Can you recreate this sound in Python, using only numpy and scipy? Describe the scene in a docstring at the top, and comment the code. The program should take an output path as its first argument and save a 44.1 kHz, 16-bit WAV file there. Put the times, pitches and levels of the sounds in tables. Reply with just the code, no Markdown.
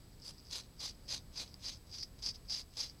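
"""A knife saws through a tuft of hair on a paper plate, ten quick strokes, close to a small camera indoors.
Pressure and bite curves drive clumped noise grains through filters: scrape, fibres, plate rasp, edge hiss, steel.
Snaps and catches are single impulses through fixed filters; the microphone rings near 5 kHz.
A short room tail follows the knife; room rumble, amplifier hiss and a thin electrical whine lie underneath."""
import sys
import numpy as np
from scipy import signal
from scipy.fft import rfft, irfft
from scipy.io import wavfile
from scipy.ndimage import map_coordinates

SR = 44100
rng = np.random.default_rng(int(sys.argv[2]) if len(sys.argv) > 2 else 0)


def gain_from_db(level_db):
    """Convert decibel levels to linear amplitude factors (20 dB per decade)."""
    decades = np.asarray(level_db, float) / 20
    return 10 ** decades


def dump(signal):
    """Clip the signal to [-1, 1] and save it as 16-bit WAV at the path in sys.argv[1]."""
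    limited = np.clip(np.atleast_2d(signal).T, -1, 1)
    pcm = np.round(limited * 32767).astype(np.int16)
    wavfile.write(sys.argv[1], SR, pcm)


N = 132300


def unit(x):
    """Scale to rms 1."""
    return x / np.sqrt(np.mean(x ** 2) + 1e-20)


def track(points):
    """Interpolate (time [s], value) points to one value per sample."""
    return np.interp(np.arange(N) / SR, *np.transpose(points))


def wobble(knots_per_s):
    """Smooth random curve through normal-distributed knots."""
    knots = rng.standard_normal(int(N * knots_per_s / SR) + 4)
    return map_coordinates(knots, [np.arange(N) * knots_per_s / SR])


def coloured(x, spectrum):
    """Minimum-phase filter through (frequency [Hz], level [dB]) points; keeps the rms of white noise."""
    size = 4096
    point_hz, point_db = np.transpose(spectrum)
    bin_hz = np.fft.rfftfreq(size, 1 / SR)
    gain_db = np.interp(np.log(bin_hz + 1), np.log(point_hz + 1), np.maximum(point_db, -80))
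    cepstrum = irfft(np.log(gain_from_db(gain_db)), size)
    # fold to the causal side
    cepstrum[1:size // 2] *= 2
    cepstrum[size // 2 + 1:] = 0
    response = irfft(np.exp(rfft(cepstrum)), size)
    return signal.fftconvolve(x, response / np.linalg.norm(response))[:N]


# room rumble spectrum: (frequency [Hz], relative level [dB per Hz])
RUMBLE_SPECTRUM = [(8.8, -41), (15, -2), (40, 0.5), (112, -4), (405, -19), (461, -18.5), (609, -23.5),
                   (692, -24), (895, -26.5), (1180, -29), (2500, -35), (3250, -55), (5500, -120)]
RUMBLE_DB, RUMBLE_SWAY_DB = -56.5, 1.2


def rumble():
    """Low-weighted room noise whose level sways slowly."""
    noise = unit(coloured(rng.standard_normal(N), RUMBLE_SPECTRUM))
    return gain_from_db(RUMBLE_DB + RUMBLE_SWAY_DB * wobble(3.27)) * noise


# amplifier hiss spectrum: (frequency [Hz], relative level [dB per Hz])
HISS_SPECTRUM = [(800, -6.5), (2500, -2), (4000, 2.5), (4900, 6.5), (5800, -2), (9000, -3.5), (15600, -4.5)]
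HISS_RMS_DB = -68.5


def amplifier_hiss():
    """Steady filtered white noise."""
    return gain_from_db(HISS_RMS_DB) * coloured(rng.standard_normal(N), HISS_SPECTRUM)


WHINE_HZ, FLIPS_PER_S, WHINE_RMS_DB = 7867.3, 59.94, -77


def whine():
    """Electrical sine that reverses polarity at every flip."""
    t = np.arange(N) / SR
    flips = np.sign(np.sin(np.pi * FLIPS_PER_S * t + 2 * np.pi * rng.random()))
    return np.sqrt(2) * gain_from_db(WHINE_RMS_DB) * flips * np.sin(2 * np.pi * WHINE_HZ * t)


ROOM_T60_S, ROOM_DB = .1, -13  # level relative to the direct knife


def room(x):
    """Short diffuse answer of table and walls: exponentially decaying noise."""
    t = np.arange(SR // 4) / SR
    tail = rng.standard_normal(len(t)) * gain_from_db(-60 * t / ROOM_T60_S)
    return gain_from_db(ROOM_DB) * signal.fftconvolve(x, tail / np.linalg.norm(tail))[:N]


KICK_GAIN_DB = 7  # added to every snap and catch


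def kicks(time_s, level_db):
    """One impulse at each time."""
    return np.bincount(np.round(time_s * SR).astype(int), gain_from_db(level_db + KICK_GAIN_DB), N)


# edge catching on the plate, before KICK_GAIN_DB:
# (time [s], level [dB], click re ring [dB], knock re ring [dB])
CATCHES = [(1.542, -34, -8, -22), (1.5428, -40, -6, -22), (2.0296, -28, -19, -15), (2.0322, -28, -23, -15),
           (2.5955, -36, -18, -12), (2.6105, -37, -20, -10), (2.8978, -35, -12, -18)]
# microphone ring near 5 kHz: (frequency [Hz], relative level [dB])
RING_SPECTRUM = [(2500, -55), (4000, -21), (4450, -11), (4620, -2.5), (4760, -3.5), (4900, 0), (5000, -2.5),
                 (5200, -8), (5500, -13), (6200, -24), (9000, -60)]
# broad click of a catch: (frequency [Hz], relative level [dB per Hz])
CLICK_SPECTRUM = [(700, -30), (2000, -8), (4000, 0), (6300, 0), (8000, -9), (15500, -12)]
# plate knock of a catch: (frequency [Hz], relative level [dB per Hz])
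KNOCK_SPECTRUM = [(1200, -35), (1900, -12), (2200, 0), (2500, -8), (3200, -30)]


def catches():
    """Each catch kicks the ring, a broad click and a plate knock."""
    time_s, level_db, click_db, knock_db = np.transpose(CATCHES)
    ring = coloured(kicks(time_s, level_db), RING_SPECTRUM)
    click = coloured(kicks(time_s, level_db + click_db), CLICK_SPECTRUM)
    knock = coloured(kicks(time_s, level_db + knock_db), KNOCK_SPECTRUM)
    return ring + click + knock


# single strands that snap or tick on the plate, before KICK_GAIN_DB: (time [s], level [dB])
SNAPS = [(0.113, -56), (0.1999, -44), (0.22, -44), (0.2448, -56), (0.2791, -32), (0.382, -47),
         (0.3875, -52), (0.401, -42), (0.4539, -45), (0.4605, -48), (0.4696, -40), (0.4785, -48),
         (0.486, -48), (0.5112, -30), (0.5269, -29), (0.7986, -38), (1.0884, -33), (1.1059, -39),
         (1.3583, -47), (1.3778, -38), (1.6032, -47), (1.6152, -55), (1.6566, -26), (1.6827, -30),
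         (1.6934, -26.5), (1.7284, -36), (1.8956, -43), (1.9148, -37.5), (1.926, -36), (1.986, -34),
         (2.0028, -32), (2.0154, -34), (2.2235, -33), (2.2625, -21), (2.2792, -37), (2.2894, -23),
         (2.3491, -49), (2.4972, -28), (2.5222, -26), (2.7711, -26.5), (2.8047, -23), (2.8122, -25),
         (2.908, -47), (2.9474, -55)]
# breaking fibres: (frequency [Hz], relative level [dB per Hz])
FIBRE_SPECTRUM = [(1000, -37.5), (1600, -16.5), (2200, -10.5), (3000, -9.5), (3450, -3.5), (4100, 4),
                  (4450, 4.5), (4900, 3.5), (5500, -11.5), (6300, 1.5), (6650, -5.5), (6950, -8),
                  (8000, -38), (16500, -86.5)]
# plate rasp: (frequency [Hz], relative level [dB per Hz])
PLATE_SPECTRUM = [(150, -36), (250, 5), (370, -18.5), (500, 1.5), (650, -7), (900, -4.5), (1500, -3),
                  (2200, -3), (2900, -9), (4800, -91)]
# edge hiss: (frequency [Hz], relative level [dB per Hz])
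EDGE_SPECTRUM = [(5000, -15), (6800, -31), (7300, -2), (8100, -5.5), (8700, -8), (9800, -12), (10200, -15),
                 (10600, -6), (11000, -12), (11800, -16.5), (13800, -21), (15500, -45)]
SNAP_FIBRES_DB, SNAP_PLATE_DB, SNAP_EDGE_DB = -7, -24, -24  # re ring


def snaps():
    """Each snap kicks the ring and the fibre, plate and edge resonances at once."""
    impulses = kicks(*np.transpose(SNAPS))
    ring = coloured(impulses, RING_SPECTRUM)
    fibres = gain_from_db(SNAP_FIBRES_DB) * coloured(impulses, FIBRE_SPECTRUM)
    plate = gain_from_db(SNAP_PLATE_DB) * coloured(impulses, PLATE_SPECTRUM)
    edge = gain_from_db(SNAP_EDGE_DB) * coloured(impulses, EDGE_SPECTRUM)
    return ring + fibres + plate + edge


# steel modes of the blade: (frequency [Hz], relative level [dB], t60 [s])
BLADE_MODES = [(2220, -12, .06), (2510, -14, .06), (3400, -7, .06), (3540, -5, .07), (3810, -6, .06),
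               (4120, -5, .06), (4350, -6, .05), (4660, 0, .06), (4890, 0, .07), (5400, -4, .05),
               (6010, -6, .05), (8660, -14, .04), (10600, -17, .02)]


def blade(x):
    """Steel rings briefly: a sum of decaying sine modes."""
    t = np.arange(SR // 8) / SR
    response = sum(gain_from_db(db - 60 * t / t60_s) * np.sin(2 * np.pi * hz * t) for hz, db, t60_s in BLADE_MODES)
    return signal.fftconvolve(x, response / np.linalg.norm(response))[:N]


FULL_DB, SPARSEST = -50, .12  # breaks thin out below this pressure, down to this share
GRAINS_PER_S, GRAIN_SPREAD_DB, BIGGEST_SPREADS = 3300, 2.3, 2.5  # rate at full density; cap on size
SMOOTH_SHARE = .45  # power share of smooth scrape at full density
CLUMP_DB, CLUMP_KNOTS_PER_S = 2.1, 190  # common to all rows
OWN_DB, OWN_KNOTS_PER_S = 1.5, 70  # drift of each row


def grains(pressure_db, count):
    """Rows of tiny uneven breaks over smooth scrape noise; rows share breaks and clumps, and drift apart."""
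    chance, rarity, polarity = rng.random((3, N))
    density = np.clip(gain_from_db(pressure_db - FULL_DB), SPARSEST, 1)
    spreads = np.minimum(-np.log(rarity + 1e-9), BIGGEST_SPREADS)
    size = gain_from_db(GRAIN_SPREAD_DB * spreads) * np.sign(polarity - .5)
    probability = density * GRAINS_PER_S / SR
    breaks = unit(size) * (chance < probability) / np.sqrt(probability)
    smooth = SMOOTH_SHARE * density
    mix = np.sqrt(smooth) * rng.standard_normal((count, N)) + np.sqrt(1 - smooth) * breaks
    clumps_db = CLUMP_DB * wobble(CLUMP_KNOTS_PER_S)
    drift_db = OWN_DB * np.array([wobble(OWN_KNOTS_PER_S) for _ in range(count)])
    return unit(mix * gain_from_db(clumps_db + drift_db))


# blade pressure on hair and plate, one list a stroke with the rustle around it: (time [s], level [dB])
PRESSURE = [
    [(0.0, -78), (0.028, -74), (0.064, -88), (0.072, -70), (0.104, -91), (0.112, -67), (0.19, -80),
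     (0.2, -65), (0.21, -82), (0.22, -55.5), (0.282, -49), (0.346, -65.5), (0.404, -65), (0.42, -72)],
    [(0.43, -66), (0.438, -76), (0.468, -61), (0.5, -56), (0.512, -58), (0.532, -44.5), (0.572, -45.5),
     (0.588, -63.5), (0.608, -47.5), (0.64, -85), (0.658, -68), (0.684, -88), (0.72, -83)],
    [(0.73, -88), (0.756, -69), (0.782, -66), (0.8, -47), (0.848, -43), (0.906, -51.5), (0.934, -91),
     (0.946, -65), (0.976, -88), (1.0, -88)],
    [(1.01, -73), (1.014, -76), (1.076, -62), (1.09, -43), (1.13, -44.5), (1.178, -52.5), (1.248, -91),
     (1.28, -88)],
    [(1.29, -91), (1.308, -83), (1.362, -48.5), (1.382, -41), (1.444, -60), (1.464, -63), (1.538, -64),
     (1.546, -62), (1.56, -65)],
    [(1.57, -73), (1.58, -82), (1.662, -37.5), (1.678, -44.5), (1.684, -45), (1.706, -55), (1.746, -51),
     (1.81, -88), (1.84, -86)],
    [(1.85, -81), (1.876, -65.5), (1.906, -64), (1.928, -48.5), (2.027, -45), (2.033, -34.5), (2.041, -52),
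     (2.11, -93), (2.14, -81)],
    [(2.15, -90), (2.2, -59.5), (2.212, -72), (2.23, -42), (2.256, -40.5), (2.266, -34.5), (2.274, -39),
     (2.294, -35.5), (2.33, -60.5), (2.358, -50), (2.388, -102), (2.42, -83)],
    [(2.43, -82), (2.444, -67.5), (2.478, -64), (2.496, -45.5), (2.524, -34), (2.554, -42), (2.562, -39.5),
     (2.618, -50), (2.658, -101), (2.7, -72)],
    [(2.71, -70), (2.748, -61.5), (2.764, -55), (2.772, -48), (2.786, -41), (2.812, -32), (2.818, -46),
     (2.834, -41), (2.888, -56), (2.91, -54), (2.922, -74), (2.964, -80), (3.0, -65)],
]
# bite of the edge into the strands, one list a stroke: (time [s], level [dB])
BITE = [
    [(0.17, -99), (0.228, -72), (0.236, -77), (0.248, -63), (0.29, -59.5), (0.306, -62), (0.322, -78),
     (0.36, -80)],
    [(0.44, -89), (0.486, -83), (0.494, -77), (0.512, -55), (0.566, -49.5), (0.586, -55.5), (0.606, -57),
     (0.618, -70), (0.66, -80)],
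    [(0.76, -81), (0.786, -76), (0.804, -51), (0.86, -47), (0.886, -52.5), (0.892, -51), (0.934, -76),
     (0.95, -81)],
    [(1.05, -85), (1.072, -94), (1.082, -54), (1.128, -46), (1.18, -56), (1.23, -105)],
    [(1.32, -78.5), (1.38, -52.5), (1.41, -48.5), (1.42, -49.5), (1.472, -67.5), (1.488, -77), (1.5, -73)],
    [(1.59, -82), (1.63, -59.5), (1.662, -51.5), (1.674, -54.5), (1.684, -49.5), (1.756, -65), (1.8, -97)],
    [(1.87, -75), (1.922, -72), (1.93, -58.5), (1.992, -59.5), (2.002, -62), (2.022, -73), (2.03, -51),
     (2.076, -99), (2.08, -93)],
    [(2.19, -67.5), (2.214, -81), (2.226, -59), (2.272, -52), (2.282, -57), (2.294, -50.5), (2.33, -81),
     (2.35, -62), (2.39, -93)],
    [(2.46, -73), (2.48, -83), (2.496, -57), (2.524, -47.5), (2.612, -55.5), (2.66, -107)],
    [(2.73, -71), (2.766, -62.5), (2.77, -52.5), (2.812, -45.5), (2.828, -49), (2.848, -52), (2.93, -82)],
]
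# stroke colour: (middle time [s], plate rasp gain [dB], edge hiss gain [dB], fibre crunch gain [dB])
STROKES = [(.27, 1.5, 9.5, -3), (.56, 5, 5, 1.5), (.85, 0.5, 0, -3.5), (1.11, 2.5, -0.5, -0.9),
           (1.41, 5.5, 0, 0), (1.69, 2.5, -1, 1), (1.98, -1, -1, -3.5), (2.27, 2.5, 2.5, 1),
           (2.56, -1.5, 1, -2), (2.83, 1, 0, -2)]
REST_DB = -104  # bite level between strokes
FIBRES_DB, EDGE_DB, BLADE_DB = 5, -9, -3.5  # re bite, before stroke colour
PLATE_DB, PLATE_DB_PER_BITE_DB = -13, 0.92  # re bite at its peak; swing with it


def sawing():
    """Pressure drives the ringing scrape; bite drives breaking fibres, blade, plate rasp and edge hiss."""
    pressure_db = track([point for stroke in PRESSURE for point in stroke])
    bite_points = []
    for stroke in BITE:
        before, after = (stroke[0][0] - .01, REST_DB), (stroke[-1][0] + .01, REST_DB)
        bite_points += [before, *stroke, after]
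    bite_db = track(bite_points)
    top_db = bite_db.max()

    middle_s, plate_db, edge_db, crunch_db = np.transpose(STROKES)
    plate_level_db = top_db + PLATE_DB_PER_BITE_DB * (bite_db - top_db) + PLATE_DB
    plate_gain = gain_from_db(plate_level_db + track(np.c_[middle_s, plate_db]))
    edge_gain = gain_from_db(bite_db + EDGE_DB + track(np.c_[middle_s, edge_db]))
    crunch_gain = gain_from_db(bite_db + FIBRES_DB + track(np.c_[middle_s, crunch_db]))

    steel, scrape, crunch, rasp, hiss = grains(pressure_db, count=5)
    ringing_scrape = coloured(scrape * gain_from_db(pressure_db), RING_SPECTRUM)
    fibres = coloured(crunch * crunch_gain, FIBRE_SPECTRUM)
    plate_rasp = coloured(rasp * plate_gain, PLATE_SPECTRUM)
    edge_hiss = coloured(hiss * edge_gain, EDGE_SPECTRUM)
    return ringing_scrape + fibres + plate_rasp + edge_hiss + blade(steel * gain_from_db(bite_db + BLADE_DB))


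def scene():
    """Knife, its room answer and background, one channel."""
    knife = sawing() + snaps() + catches()
    background = rumble() + amplifier_hiss() + whine()
    return (knife + room(knife) + background)[None]


def roll_off(x):
    """The treble ends steeply here."""
    return signal.sosfilt(signal.butter(12, 15770, fs=SR, output="sos"), x)


def record(dry):
    """Turn the finished mix into the output signal."""
    return roll_off(dry)


dry = scene()
out = record(dry)
dump(out)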